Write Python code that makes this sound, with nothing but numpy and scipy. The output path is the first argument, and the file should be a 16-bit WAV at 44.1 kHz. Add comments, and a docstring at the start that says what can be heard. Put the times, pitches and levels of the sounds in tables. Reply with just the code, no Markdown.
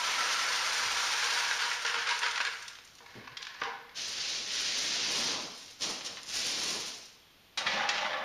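"""Small stones pour from a plastic bucket onto a gravel bed in a wood-lined greenhouse, their impacts
driving the modes of the bucket wall. The stream thins, shakes free the last stones, and the empty
bucket, now less damped, is swung down and knocks. A hand spreads the heap in three sweeps, each a
mass of tiny collisions. At the end, as the bucket is carried off, its hollow body scuffs over grit
and resonates, and its wire handle clatters and rings."""
import sys
import numpy as np
from scipy import signal
from scipy.fft import rfft, irfft
from scipy.io import wavfile
from scipy.ndimage import uniform_filter1d

SR = 44100
rng = np.random.default_rng(int(sys.argv[2]) if len(sys.argv) > 2 else 0)


def digitize_waveform(pressure):
    """Quantize a signal to 16-bit integers and store it at the path in sys.argv[1].

    Rows of a 2-D input are taken as channels; values are limited to [-1, 1].
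    """
    field = np.atleast_2d(pressure).T
    bounded = np.clip(field, -1, 1)
    quanta = np.round(bounded * 32767).astype(np.int16)
    wavfile.write(sys.argv[1], SR, quanta)


N = 363384
TIME = np.arange(N) / SR
HZ = np.fft.rfftfreq(16384, 1 / SR)

def gain_of(db):
    """Amplitude ratio of a level; all levels here are relative, within their own layer."""
    return 10 ** (np.asarray(db) / 20)

def unit_rms(x):
    """Normalisation to unit mean power."""
    return x / np.sqrt(np.mean(x ** 2) + 1e-20)

def curve_at(points, hz=HZ):
    """Interpolation on a logarithmic frequency axis."""
    f, value = np.transpose(points)
    return np.interp(np.log(hz + 1), np.log(f + 1), value)

def add(mix, start, sound):
    """Superposition: a sound joins the mix at its start time."""
    part = mix[max(round(start * SR), 0):][:len(sound)]
    part += sound[:len(part)]

def after(start):
    """Elapsed time in seconds, zero before the start."""
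    return np.maximum(TIME - start, 0)

def envelope(start, rise, end, fade_db_per_s, growth_db_per_s=0):
    """Linear attack, a hold or exponential growth until the end, then exponential decay."""
    attack = np.minimum(after(start) / max(rise, 1 / SR), 1)
    return attack * gain_of(-growth_db_per_s * np.maximum(end - TIME, 0) - fade_db_per_s * after(end))

def power_sum(amplitudes):
    """Incoherent sources add in power."""
    return np.sqrt(sum(amplitude ** 2 for amplitude in amplitudes))

def response(broad, modes=()):
    """Modal response: Lorentzian resonance peaks stand on a broad spectrum."""
    peaks = sum(gain_of(db) ** 2 / (1 + (2 * (HZ - hz) / width) ** 2) for hz, width, db in modes)
    return gain_of(curve_at(broad)) * np.sqrt(1 + peaks)

def in_band(gain, band_hz):
    """Band normalisation: white noise of unit power yields unit power within the band."""
    return gain / np.sqrt(np.mean(gain ** 2 * (HZ > band_hz[0]) * (HZ < band_hz[1])))

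def filtered(x, gain):
    """Minimum-phase filtering: folding the cepstrum makes the response causal."""
    cepstrum = irfft(np.log(np.maximum(gain, 1e-5)))
    half = len(cepstrum) // 2
    cepstrum[1:half] *= 2
    cepstrum[half + 1:] = 0
    impulse = irfft(np.exp(rfft(cepstrum)))[:half]
    return signal.oaconvolve(x, impulse)[:len(x)]

def collisions(level, per_s, spread_db, clump_db, ring_s, count=24):
    """Shot noise: random stone clicks in clumps, fewer when the motion is gentle."""
    knots = np.arange(0, TIME[-1], .012)
    clumps = unit_rms(gain_of(clump_db * np.interp(TIME, knots, rng.standard_normal(len(knots)))))
    rate = np.minimum(per_s * (0.027 + level / level.max()), SR)
    size = unit_rms(gain_of(spread_db * np.minimum(rng.exponential(1, N), 4)))
    clicks = (rng.random(N) < rate / SR) * size * clumps * level * np.sqrt(SR / rate)
    # each pebble has its own short, glassy ring; their mean spectrum is flat
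    spectra = rfft(rng.standard_normal((count, 256)) * np.exp(-TIME[:256] / ring_s))
    rings = irfft(spectra / np.sqrt(np.mean(abs(spectra) ** 2, axis=0)))
    pebble = rng.integers(0, count, N)
    clicks *= rng.choice([-1, 1], N)
    return sum(signal.oaconvolve(clicks * (pebble == k), rings[k])[:N] for k in range(count))

def impacts(rows, body, contact_s, chatter_db, chatter_s, dulling_db, rise_s=0.00074):
    """Impact excitation: a brief rough contact and a weaker, decaying chatter drive a body."""
    out, t = np.zeros(N), TIME[:SR // 2]
    octaves = np.log2(np.clip(HZ, 400, 10000) / 1500)
    pulse = np.exp(-(t / contact_s) ** 2 / 2) * np.minimum(t / rise_s, 1)
    for start, db, tilt in rows:
        gain = unit_rms(body * gain_of(tilt * octaves))
        contact = filtered(pulse * rng.standard_normal(len(t)), gain)
        rattle = np.exp(-t / chatter_s) * rng.standard_normal(len(t))
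        chatter = filtered(rattle, gain * gain_of(-dulling_db * octaves))
        add(out, start, gain_of(db) * (contact + gain_of(chatter_db) * chatter))
    return out

# spectrum of still air: (frequency [Hz], level [dB])
AIR_SPECTRUM = [(25, 0.5), (70, 2.5), (120, 1.5), (250, -1), (600, -3.5), (2000, -5), (3300, -1),
                (5500, -10), (9500, -17.5), (13000, 17.5)]
def air():
    """Stationary noise: the faint ambient floor of the room."""
    return gain_of(-60.5) * filtered(rng.standard_normal(N), in_band(response(AIR_SPECTRUM), (25, 7000)))

# decay of the room: (frequency [Hz], reverberation time [s])
ROOM_T60 = [(150, 0.033), (600, 0.59), (2000, 0.64), (5000, 0.52), (12000, 0.38)]
def echoes(early_db, tail_db, count=24):
    """Reverberation: close plank walls give early reflections, then a short diffuse tail."""
    t = TIME[:SR // 2]
    early = np.zeros(len(t))
    early[(rng.uniform(.0005, .01, count) * SR).astype(int)] = rng.choice([-1, 1], count) / np.sqrt(count)
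    taps = rng.choice([-1, 1], len(t)) * (rng.random(len(t)) < .08) * (t > .005)
    hz, age, spectra = signal.stft(taps, SR, nperseg=256)
    decay = gain_of(-60 * age / curve_at(ROOM_T60, hz)[:, None])
    tail = signal.istft(spectra * decay, SR, nperseg=256)[1][:len(t)]
    return gain_of(early_db) * early + gain_of(tail_db) * tail / np.linalg.norm(tail)

def greenhouse(x, early_db, tail_db, count=30):
    """Multipath propagation: the echo paths change as the place of contact moves."""
    place = rng.integers(0, count, N)[np.arange(N) // 600]
    shares = (np.sqrt(abs(uniform_filter1d((place == k) * 1., size=300))) for k in range(count))
    return x + sum(signal.oaconvolve(x * share, echoes(early_db, tail_db))[:N] for share in shares)

# broad response of floor and frame: (frequency [Hz], level [dB])
FLOOR_SPECTRUM = [(30, -16), (60, 5), (130, 4.5), (250, 6), (450, 15.5), (800, 0), (4000, -16)]
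# dull bumps of feet and bucket: (time [s], level [dB], resonance [Hz])
FLOOR_BUMPS = [(0.819, -38.5, 62), (0.849, -44, 105), (0.919, -41, 50), (3.154, -32, 215),
               (3.165, -32.5, 105), (3.209, -40, 255), (3.301, -44, 124), (3.612, -39, 235),
               (7.658, -29, 200), (7.729, -29.5, 210)]
def bumps(width_hz=21, peak_db=22.5, push_s=0.04):
    """Damped resonance: each soft push on floor and frame excites one low mode."""
    out, t = np.zeros(N), TIME[:SR // 3]
    for start, db, hz in FLOOR_BUMPS:
        body = unit_rms(response(FLOOR_SPECTRUM, [(hz, width_hz, peak_db)]))
        push = np.exp(-t / push_s) * rng.standard_normal(len(t))
        add(out, start, gain_of(db) * filtered(push, body))
    return gain_of(-14.5) * out

# modes of the wire handle: (frequency [Hz], level [dB], 60 dB decay time [s])
WIRE_MODES = [(1840, -12, 0.17), (1965, -3, 0.45), (2220, -3, 0.36), (2360, -3, 0.27), (2500, -8, .16),
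              (3260, -7, .12), (3330, 0, .12), (3840, -2, 0.32), (3860, -1, .26), (4305, -10, .14),
              (4540, -8, .14), (5100, -12, .1), (5500, -6, .12), (6220, -11, .16)]
# the handle swings against the bucket: (time [s], level [dB], centre of excitation [Hz])
WIRE_HITS = [(7.574, -35, 3900), (7.666, -31, 2200), (7.889, -37, 3100)]
def handle(span_octaves=.7, rise_s=.003):
    """Free vibration of a struck wire: the striking point selects the modes that sound."""
    out, t = np.zeros(N), TIME[:SR // 2]
    hz, mode_db, t60 = np.transpose(WIRE_MODES)[:, :, None]
    for start, db, centre_hz in WIRE_HITS:
        excited = np.exp(-(np.log2(hz / centre_hz) / span_octaves) ** 2 / 2)
        phase = 2 * np.pi * (hz * t + rng.random(hz.shape))
        modes = excited * gain_of(mode_db - 60 * t / t60) * np.sin(phase)
        add(out, start, gain_of(db) * np.minimum(t / rise_s, 1) * modes.sum(0))
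    return out

# tones of a hollow wall: (time [s], rise [s], duration [s], frequency [Hz], level [dB], decay [dB/s])
WALL_TONES = [(3.641, .025, 0.037, 798, -43.5, 190), (3.663, 0.013, 0.017, 470, -42, 415),
              (3.8, .025, 0.025, 470, -58, 132), (7.734, 0.036, 0.065, 533, -43, 200),
              (7.733, .05, 0.095, 780, -46, 150), (7.76, 0.036, 0.21, 820, -46, 24),
              (7.93, 0.075, 0.38, 608, -46.5, 40), (8.12, 0.033, 0.039, 1135, -42.5, 200)]
def hollow_rings(linewidth_hz=2.6):
    """Narrowband resonance: single modes swell and die, their pitch unsteady through phase diffusion."""
    out = np.zeros(N)
    for start, rise, length, hz, db, fade in WALL_TONES:
        drift = np.cumsum(rng.standard_normal(N)) * np.sqrt(2 * np.pi * linewidth_hz / SR)
        tone = np.sqrt(2) * np.sin(2 * np.pi * hz * TIME + drift)
        out += gain_of(db) * envelope(start, rise, start + length, fade) * tone
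    return out

# grit catches under the bucket: (time [s], duration [s], level [dB], decay [dB/s])
GRIT_CATCHES = [(3.61, 0.026, -43, 230), (7.577, 0.02, -36.5, 302), (7.657, 0.015, -32.5, 49),
                (7.893, .012, -53, 250), (7.94, 0.02, -34, 81)]
# pushes that drag the body: (time [s], rise [s], duration [s], level [dB], decay [dB/s])
DRAG_PUSHES = [(7.595, 0.1, 0.52, -38, 28), (7.736, 0.055, 0.073, -33, 115),
               (7.918, 0.03, 0.082, -42.5, 55)]
def dragging(touch_s=7.572):
    """Frictional drive: envelopes of catching grit, and of the body as it is touched, then dragged."""
    catches = [gain_of(db) * envelope(s, .005, s + length, fade) for s, length, db, fade in GRIT_CATCHES]
    touch = gain_of(-35) * envelope(touch_s, 0.003, touch_s, fade_db_per_s=127)
    drags = [gain_of(db) * envelope(start, rise, start + length, fade)
             for start, rise, length, db, fade in DRAG_PUSHES]
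    return power_sum(catches), power_sum([touch] + drags)

# broad responses of the grit and the hollow body: (frequency [Hz], level [dB])
GRIT_SPECTRUM = [(100, -15), (600, -28), (1500, -2), (2800, 3.5), (4200, -1), (5800, -5), (9500, -31.5),
                 (14000, -4)]
BODY_SPECTRUM = [(60, -30), (200, -13), (350, -15.5), (500, -10), (750, -3), (1200, -3), (2000, -4),
                 (3500, -14.5), (8000, -42)]
# modes of the hollow body: (frequency [Hz], bandwidth [Hz], prominence [dB])
BODY_MODES = [(216, 33, 4.1), (534, 15, 12.6), (608, 12, 9), (780, 39, 5.3), (820, 25, 4.5), (902, 8.1, 8),
              (1140, 13, 4.7), (1200, 29, 4.3), (1737, 12, 8.6), (3500, 200, 4.1)]
# the body catches and jolts: (time [s], level [dB], tilt [dB/octave])
BODY_JOLTS = [(7.664, -16, 4.5), (7.775, -26, -4), (7.807, -18, -0.5), (7.828, -25, 3), (7.889, -23, -4),
              (8.046, -16, 2.5), (8.13, -17.5, 2)]
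def scuff():
    """Stick-slip friction: grit catches, slips and sets the hollow body ringing."""
    grinding, ringing = dragging()
    grit = in_band(response(GRIT_SPECTRUM), (3000, 7000))
    body = in_band(response(BODY_SPECTRUM, BODY_MODES), (450, 1300))
    crunch = filtered(collisions(grinding, per_s=9000, spread_db=3.5, clump_db=1.5, ring_s=0.00045), grit)
    groan = filtered(collisions(ringing, per_s=5000, spread_db=0, clump_db=2.7, ring_s=0.0014), body)
    jolts = impacts(BODY_JOLTS, body, contact_s=0.011, chatter_db=-10, chatter_s=0.037, dulling_db=-3)
    return gain_of(-4) * crunch + gain_of(-2.5) * groan + gain_of(-15) * jolts

# broad response of the empty bucket: (frequency [Hz], level [dB])
EMPTY_SPECTRUM = [(60, -40), (200, -36), (320, -30), (500, -23), (750, -9.5), (1100, -5.5), (1800, 0.5),
                  (3000, -5), (5000, -6.5), (12000, -42)]
# its freely ringing modes: (frequency [Hz], bandwidth [Hz], prominence [dB])
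EMPTY_WALL_MODES = [(238, 16, 15.5), (465, 21, 19), (798, 15, 11), (950, 36, 10), (1050, 41, 12),
                    (1480, 30, 7), (1630, 70, 2), (1727, 32, 8.5), (2180, 60, 6)]
EMPTY_WALL = in_band(response(EMPTY_SPECTRUM, EMPTY_WALL_MODES), (800, 2200))
# rubs on the bucket: (time [s], rise [s], duration [s], level [dB])
WALL_RUBS = [(3.01, 0.074, 0.055, -56), (3.119, 0.029, 0.077, -49), (3.29, 0.16, 0.34, -50)]
def rubbing():
    """Forced vibration: light friction drives the empty bucket as it is turned and lowered."""
    turning = power_sum(gain_of(db) * envelope(start, rise, start + length, fade_db_per_s=59)
                        for start, rise, length, db in WALL_RUBS)
    friction = collisions(turning, per_s=1700, spread_db=2, clump_db=2, ring_s=0.0027)
    return gain_of(-4.5) * filtered(friction, EMPTY_WALL)

# spectrum of a hard contact: (frequency [Hz], level [dB])
CLACK_SPECTRUM = [(100, -35), (500, -43), (1000, 2), (2000, 14.5), (3800, 18.5), (6000, 16), (9500, -3),
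                  (14000, 13)]
# clacks of stones and handle: (time [s], level [dB], tilt [dB/octave], contact time [s])
HARD_CLACKS = [(1.863, -24, -2, 0.0034), (2.19, -20, 15, 0.0046), (3.2742, -36, -13.5, 0.0046),
               (3.369, -32.5, -4.5, 0.0056), (3.419, -40, 0, 0.0058), (3.4258, -34.5, -3, 0.0045),
               (3.451, -40, -3, .004), (3.468, -34.5, -5, 0.0036), (3.617, -29.5, -16, 0.0026),
               (3.635, -34.5, -3.5, .003), (5.8077, -31.5, 6.5, .008), (5.819, -26.5, 5.5, 0.024),
               (6.008, -41, -4, .008), (6.048, -31, 7, 0.0093), (6.061, -28.5, 5, 0.0096),
               (6.1698, -41, -7, 0.016), (6.2315, -24.5, 11, .0018), (7.5743, -27.5, 3, 0.016),
               (7.668, -30.5, -11, .01), (7.8894, -23, -3, 0.0081)]
def clacks():
    """Hard impact: stones and handle make brief contacts that radiate mostly treble."""
    hard = response(CLACK_SPECTRUM)
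    return sum(impacts([(s, db, tilt)], hard, contact, chatter_db=-21, chatter_s=0.0099, dulling_db=7)
               for s, db, tilt, contact in HARD_CLACKS)

# spectrum of one pebble: (frequency [Hz], level [dB])
PEBBLE_SPECTRUM = [(200, -25), (800, -14.5), (1700, -0.5), (4000, 2.5), (6000, 1), (9500, -15),
                   (14000, -1.5)]
# the last stones land: (time [s], level [dB], tilt [dB/octave])
PEBBLE_TICKS = [(2.623, -34.5, 8), (2.679, -30.5, 5), (2.73, -48.5, -4), (2.752, -45, -1.5),
                (2.786, -47.5, -5), (2.848, -39, 12), (2.874, -49, 2), (2.934, -53, 9), (2.951, -42, 10),
                (2.984, -49, 0), (7.055, -39.5, 15)]
def ticks():
    """Isolated transients: stones strike the heap one by one."""
    pebble = response(PEBBLE_SPECTRUM)
    return impacts(PEBBLE_TICKS, pebble, contact_s=0.0061, chatter_db=-16, chatter_s=0.01, dulling_db=4)

# broad response of the bucket with stones in it: (frequency [Hz], level [dB])
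LOADED_SPECTRUM = [(60, -38), (200, -39), (320, -34), (450, -19.5), (700, -16.5), (1000, -7.5),
                   (1500, -5.5), (2100, -2.5), (3000, -4.5), (5000, -9), (12000, -33.5)]
# its modes under a light load: (frequency [Hz], bandwidth [Hz], prominence [dB])
LIGHT_WALL_MODES = [(260, 44, 13.5), (468.6, 21, 16), (830, 49, 6), (953, 19, 14), (1080, 11, 11.5),
                    (1396, 78, 9.5), (1494, 89, 5), (1620, 90, 6.5), (1700, 150, 0.5), (2215, 40, 4)]
LIGHT_WALL = in_band(response(LOADED_SPECTRUM, LIGHT_WALL_MODES), (800, 2200))
# knocks on the wall: (time [s], level [dB], tilt [dB/octave])
WALL_KNOCKS = [(1.226, -13, -2), (1.511, -10.5, -2.5), (1.549, -23, -4), (1.714, -12.5, -0.5),
               (1.849, -10, -0.5), (1.877, -12, 0.5), (1.897, -12.5, -2), (1.942, -13, 0), (1.964, -15, -5),
               (1.977, -19, -5), (2.07, -11, 0.5), (2.09, -11.5, 5.5), (2.108, -12, 4),
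               (2.122, -14.5, -1.5), (2.231, -9.5, 0.5), (2.252, -19, -1), (2.263, -10.5, -0.5),
               (2.282, -18, 4), (2.311, -16, 8), (2.358, -14, 0.5), (2.376, -11, 2), (2.402, -7.5, -2.5),
               (2.411, -11.5, 2.5), (2.449, -11, 3.5), (2.467, -12.5, 2.5), (3.005, -33, -12),
               (3.061, -31.5, 0.5), (3.274, -36, -2.5), (3.317, -34, -3), (3.4, -38, -9.5), (3.542, -29, 2),
               (3.6, -34, 8), (3.6158, -12, -5.5), (3.892, -32.5, -1.5)]
def knocks(empty_s=2.9):
    """Contact damping: stones deaden the struck wall, which rings longer once they have left."""
    early = [knock for knock in WALL_KNOCKS if knock[0] < empty_s]
    late = [knock for knock in WALL_KNOCKS if knock[0] >= empty_s]
    damped = impacts(early, LIGHT_WALL, contact_s=0.0054, chatter_db=-14, chatter_s=0.015, dulling_db=2)
    ringing = impacts(late, EMPTY_WALL, contact_s=0.0048, chatter_db=-12, chatter_s=0.097, dulling_db=1.5)
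    return gain_of(-16.5) * damped + gain_of(-13.5) * ringing

# hand strokes: (time [s], rise [s], duration [s], surface level [dB], deep level [dB], grit level [dB])
HAND_STROKES = [(3.943, 0.036, 0.11, -37.5, -59.5, -67), (4.044, 0.16, 0.32, -36, -53.5, -68.5),
                (4.401, 0.15, 0.9, -33.5, -41, -64), (5.492, 0.026, 0.19, -52.5, -88, -74),
                (5.794, 0.042, 0.036, -34, -42.5, -59), (6.033, 0.017, 0.024, -42.5, -52, -70.5),
                (6.246, 0.11, 0.46, -36, -44.5, -58), (6.782, 0.06, 0.068, -42, -62, -65)]
def raking(rest_db_per_s=79, deep_lag_s=0.052):
    """Granular shear: as the hand sinks in, deep stones and grit move more; deep stones stop last."""
    surface, deep, grit = [], [], []
    for start, rise, length, surface_db, deep_db, grit_db in HAND_STROKES:
        end = start + length
        surface.append(gain_of(surface_db) * envelope(start, rise, end, rest_db_per_s))
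        digging = envelope(start, rise, end + deep_lag_s, rest_db_per_s, growth_db_per_s=21.5)
        deep.append(gain_of(deep_db) * digging)
        grit.append(gain_of(grit_db) * envelope(start, rise, end, rest_db_per_s, growth_db_per_s=2.5))
    return power_sum(surface), power_sum(deep), power_sum(grit)

# spectra of top stones, buried stones and fine grit: (frequency [Hz], level [dB])
SURFACE_SPECTRUM = [(100, -23.5), (500, -17), (1000, -17.5), (1500, -10.5), (3000, -3.5), (4400, -2.1),
                    (6000, -3), (9500, -26), (14000, -26)]
DEEP_SPECTRUM = [(35, -40), (70, -15), (120, -8), (190, 1), (300, 1), (430, 0.5), (700, -3.5), (1100, -1.5),
                 (2000, -16.5), (6000, -24)]
FINES_SPECTRUM = [(1500, -7), (3000, -4.5), (5200, 6), (6600, 4.5), (9000, -5), (14000, 15.5)]
def hand():
    """Absorption with depth: raked top stones and grit sound bright, while the bed muffles deep ones."""
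    sliding, shoving, sifting = raking()
    surface = in_band(response(SURFACE_SPECTRUM), (2500, 7000))
    deep = in_band(response(DEEP_SPECTRUM), (130, 900))
    fines = response(FINES_SPECTRUM)
    rush = filtered(collisions(sliding, per_s=18000, spread_db=2, clump_db=-0.1, ring_s=0.0011), surface)
    rumble = filtered(collisions(shoving, per_s=9000, spread_db=1, clump_db=.5, ring_s=0.0004), deep)
    hiss = filtered(collisions(sifting, per_s=7300, spread_db=-2, clump_db=4.9, ring_s=0.00053), fines)
    return gain_of(-0.8) * rush + gain_of(-2.5) * rumble + gain_of(23.5) * hiss

# shakes rattle the last stones along the wall: (time [s], duration [s], level [dB])
BUCKET_SHAKES = [(1.587, 0.072, -34), (1.844, 0.18, -36), (2.058, 0.066, -32), (2.212, 0.049, -32.5),
                 (2.343, 0.026, -35.5), (2.454, 0.022, -36.5)]
def flow(thins_s=1.393, stops_s=1.9, strays_end_s=3.1):
    """Granular discharge: envelopes on heap and wall of a stream that runs evenly, thins and stops."""
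    settling_db = 46 * after(stops_s)
    landing = [gain_of(-32 - 17.5 * after(thins_s) - settling_db)]
    drumming = [gain_of(-34 - 19.5 * after(thins_s) - settling_db)]
    for start, length, db in BUCKET_SHAKES:
        rattle = gain_of(db) * envelope(start, 0.0057, start + length, fade_db_per_s=505)
        # a trickle then slides down the wall and falls on the heap
        trickle = gain_of(db) * envelope(start, 0.064, start + length, fade_db_per_s=66)
        drumming += [rattle, gain_of(-5.5) * trickle]
        landing.append(gain_of(-7) * trickle)
    strays = gain_of(-59.5 - 72 * after(strays_end_s))  # stones rolling down the heap
    return power_sum(landing + [strays]), power_sum(drumming)

# spectrum of stones landing on the heap: (frequency [Hz], level [dB])
HEAP_SPECTRUM = [(60, -22.5), (250, -19.5), (600, -8), (1200, -1), (3000, -1), (5800, 1.5), (9500, -11.5),
                 (14000, 10.5)]
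# modes of the fully loaded wall: (frequency [Hz], bandwidth [Hz], prominence [dB])
FULL_WALL_MODES = [(235, 38, 23.5), (300, 50, 16), (470, 140, 10), (780, 86, 4), (980, 104, 10),
                   (1335, 20, 17), (1423, 32, 9), (1535, 30, 10), (1630, 74, 3), (2150, 270, -2)]
def pour(unload_start_s=0.41, unload_length_s=1.04):
    """Mass loading: stones drum along a wall whose modes change as it unloads, then land on the heap."""
    landing, drumming = flow()
    heap = in_band(response(HEAP_SPECTRUM), (3500, 7000))
    full_wall = in_band(response(LOADED_SPECTRUM, FULL_WALL_MODES), (800, 2200))
    stones = filtered(collisions(landing, per_s=22000, spread_db=1.7, clump_db=1.8, ring_s=0.00043), heap)
    taps = collisions(drumming, per_s=9000, spread_db=0.4, clump_db=0.1, ring_s=0.00038)
    unloaded = np.minimum(after(unload_start_s) / unload_length_s, 1)
    drum = (1 - unloaded) * filtered(taps, full_wall) + unloaded * filtered(taps, LIGHT_WALL)
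    return gain_of(-5.5) * stones + gain_of(-3) * drum

def scene():
    """Superposition of direct and reflected sound over still air, alike in both channels."""
    hits = gain_of(0.5) * (clacks() + ticks()) + knocks()
    thuds, ambience = bumps(), air()
    sources = pour() + rubbing() + hand() + scuff() + hits + thuds
    room = greenhouse(sources, early_db=-8.5, tail_db=-4.5)
    direct = gain_of(-27) * hits  # hits in the open arrive more directly than sound from the bed
    mono = room + direct + hollow_rings() + handle() + ambience
    return np.array([mono, mono])

# sensitivity of a small microphone: (frequency [Hz], level [dB])
MIC_RESPONSE = [(5800, -1), (7000, -2), (9600, -3), (11000, -18.5), (12500, -29.5), (14500, -38)]
def record(dry, notch_hz=7880, notch_half_width_hz=340, cutoff_hz=15250):
    """Transducer response: a small microphone with dull treble, one deep notch and a band limit."""
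    notch = (HZ - notch_hz) ** 2 / ((HZ - notch_hz) ** 2 + notch_half_width_hz ** 2)
    microphone = response(MIC_RESPONSE) * notch
    lowpass = signal.firwin(511, cutoff_hz, window=("kaiser", 9), fs=SR)
    return np.array([signal.oaconvolve(filtered(x, microphone), lowpass, "same") for x in dry])

dry = scene()
out = record(dry)
digitize_waveform(out)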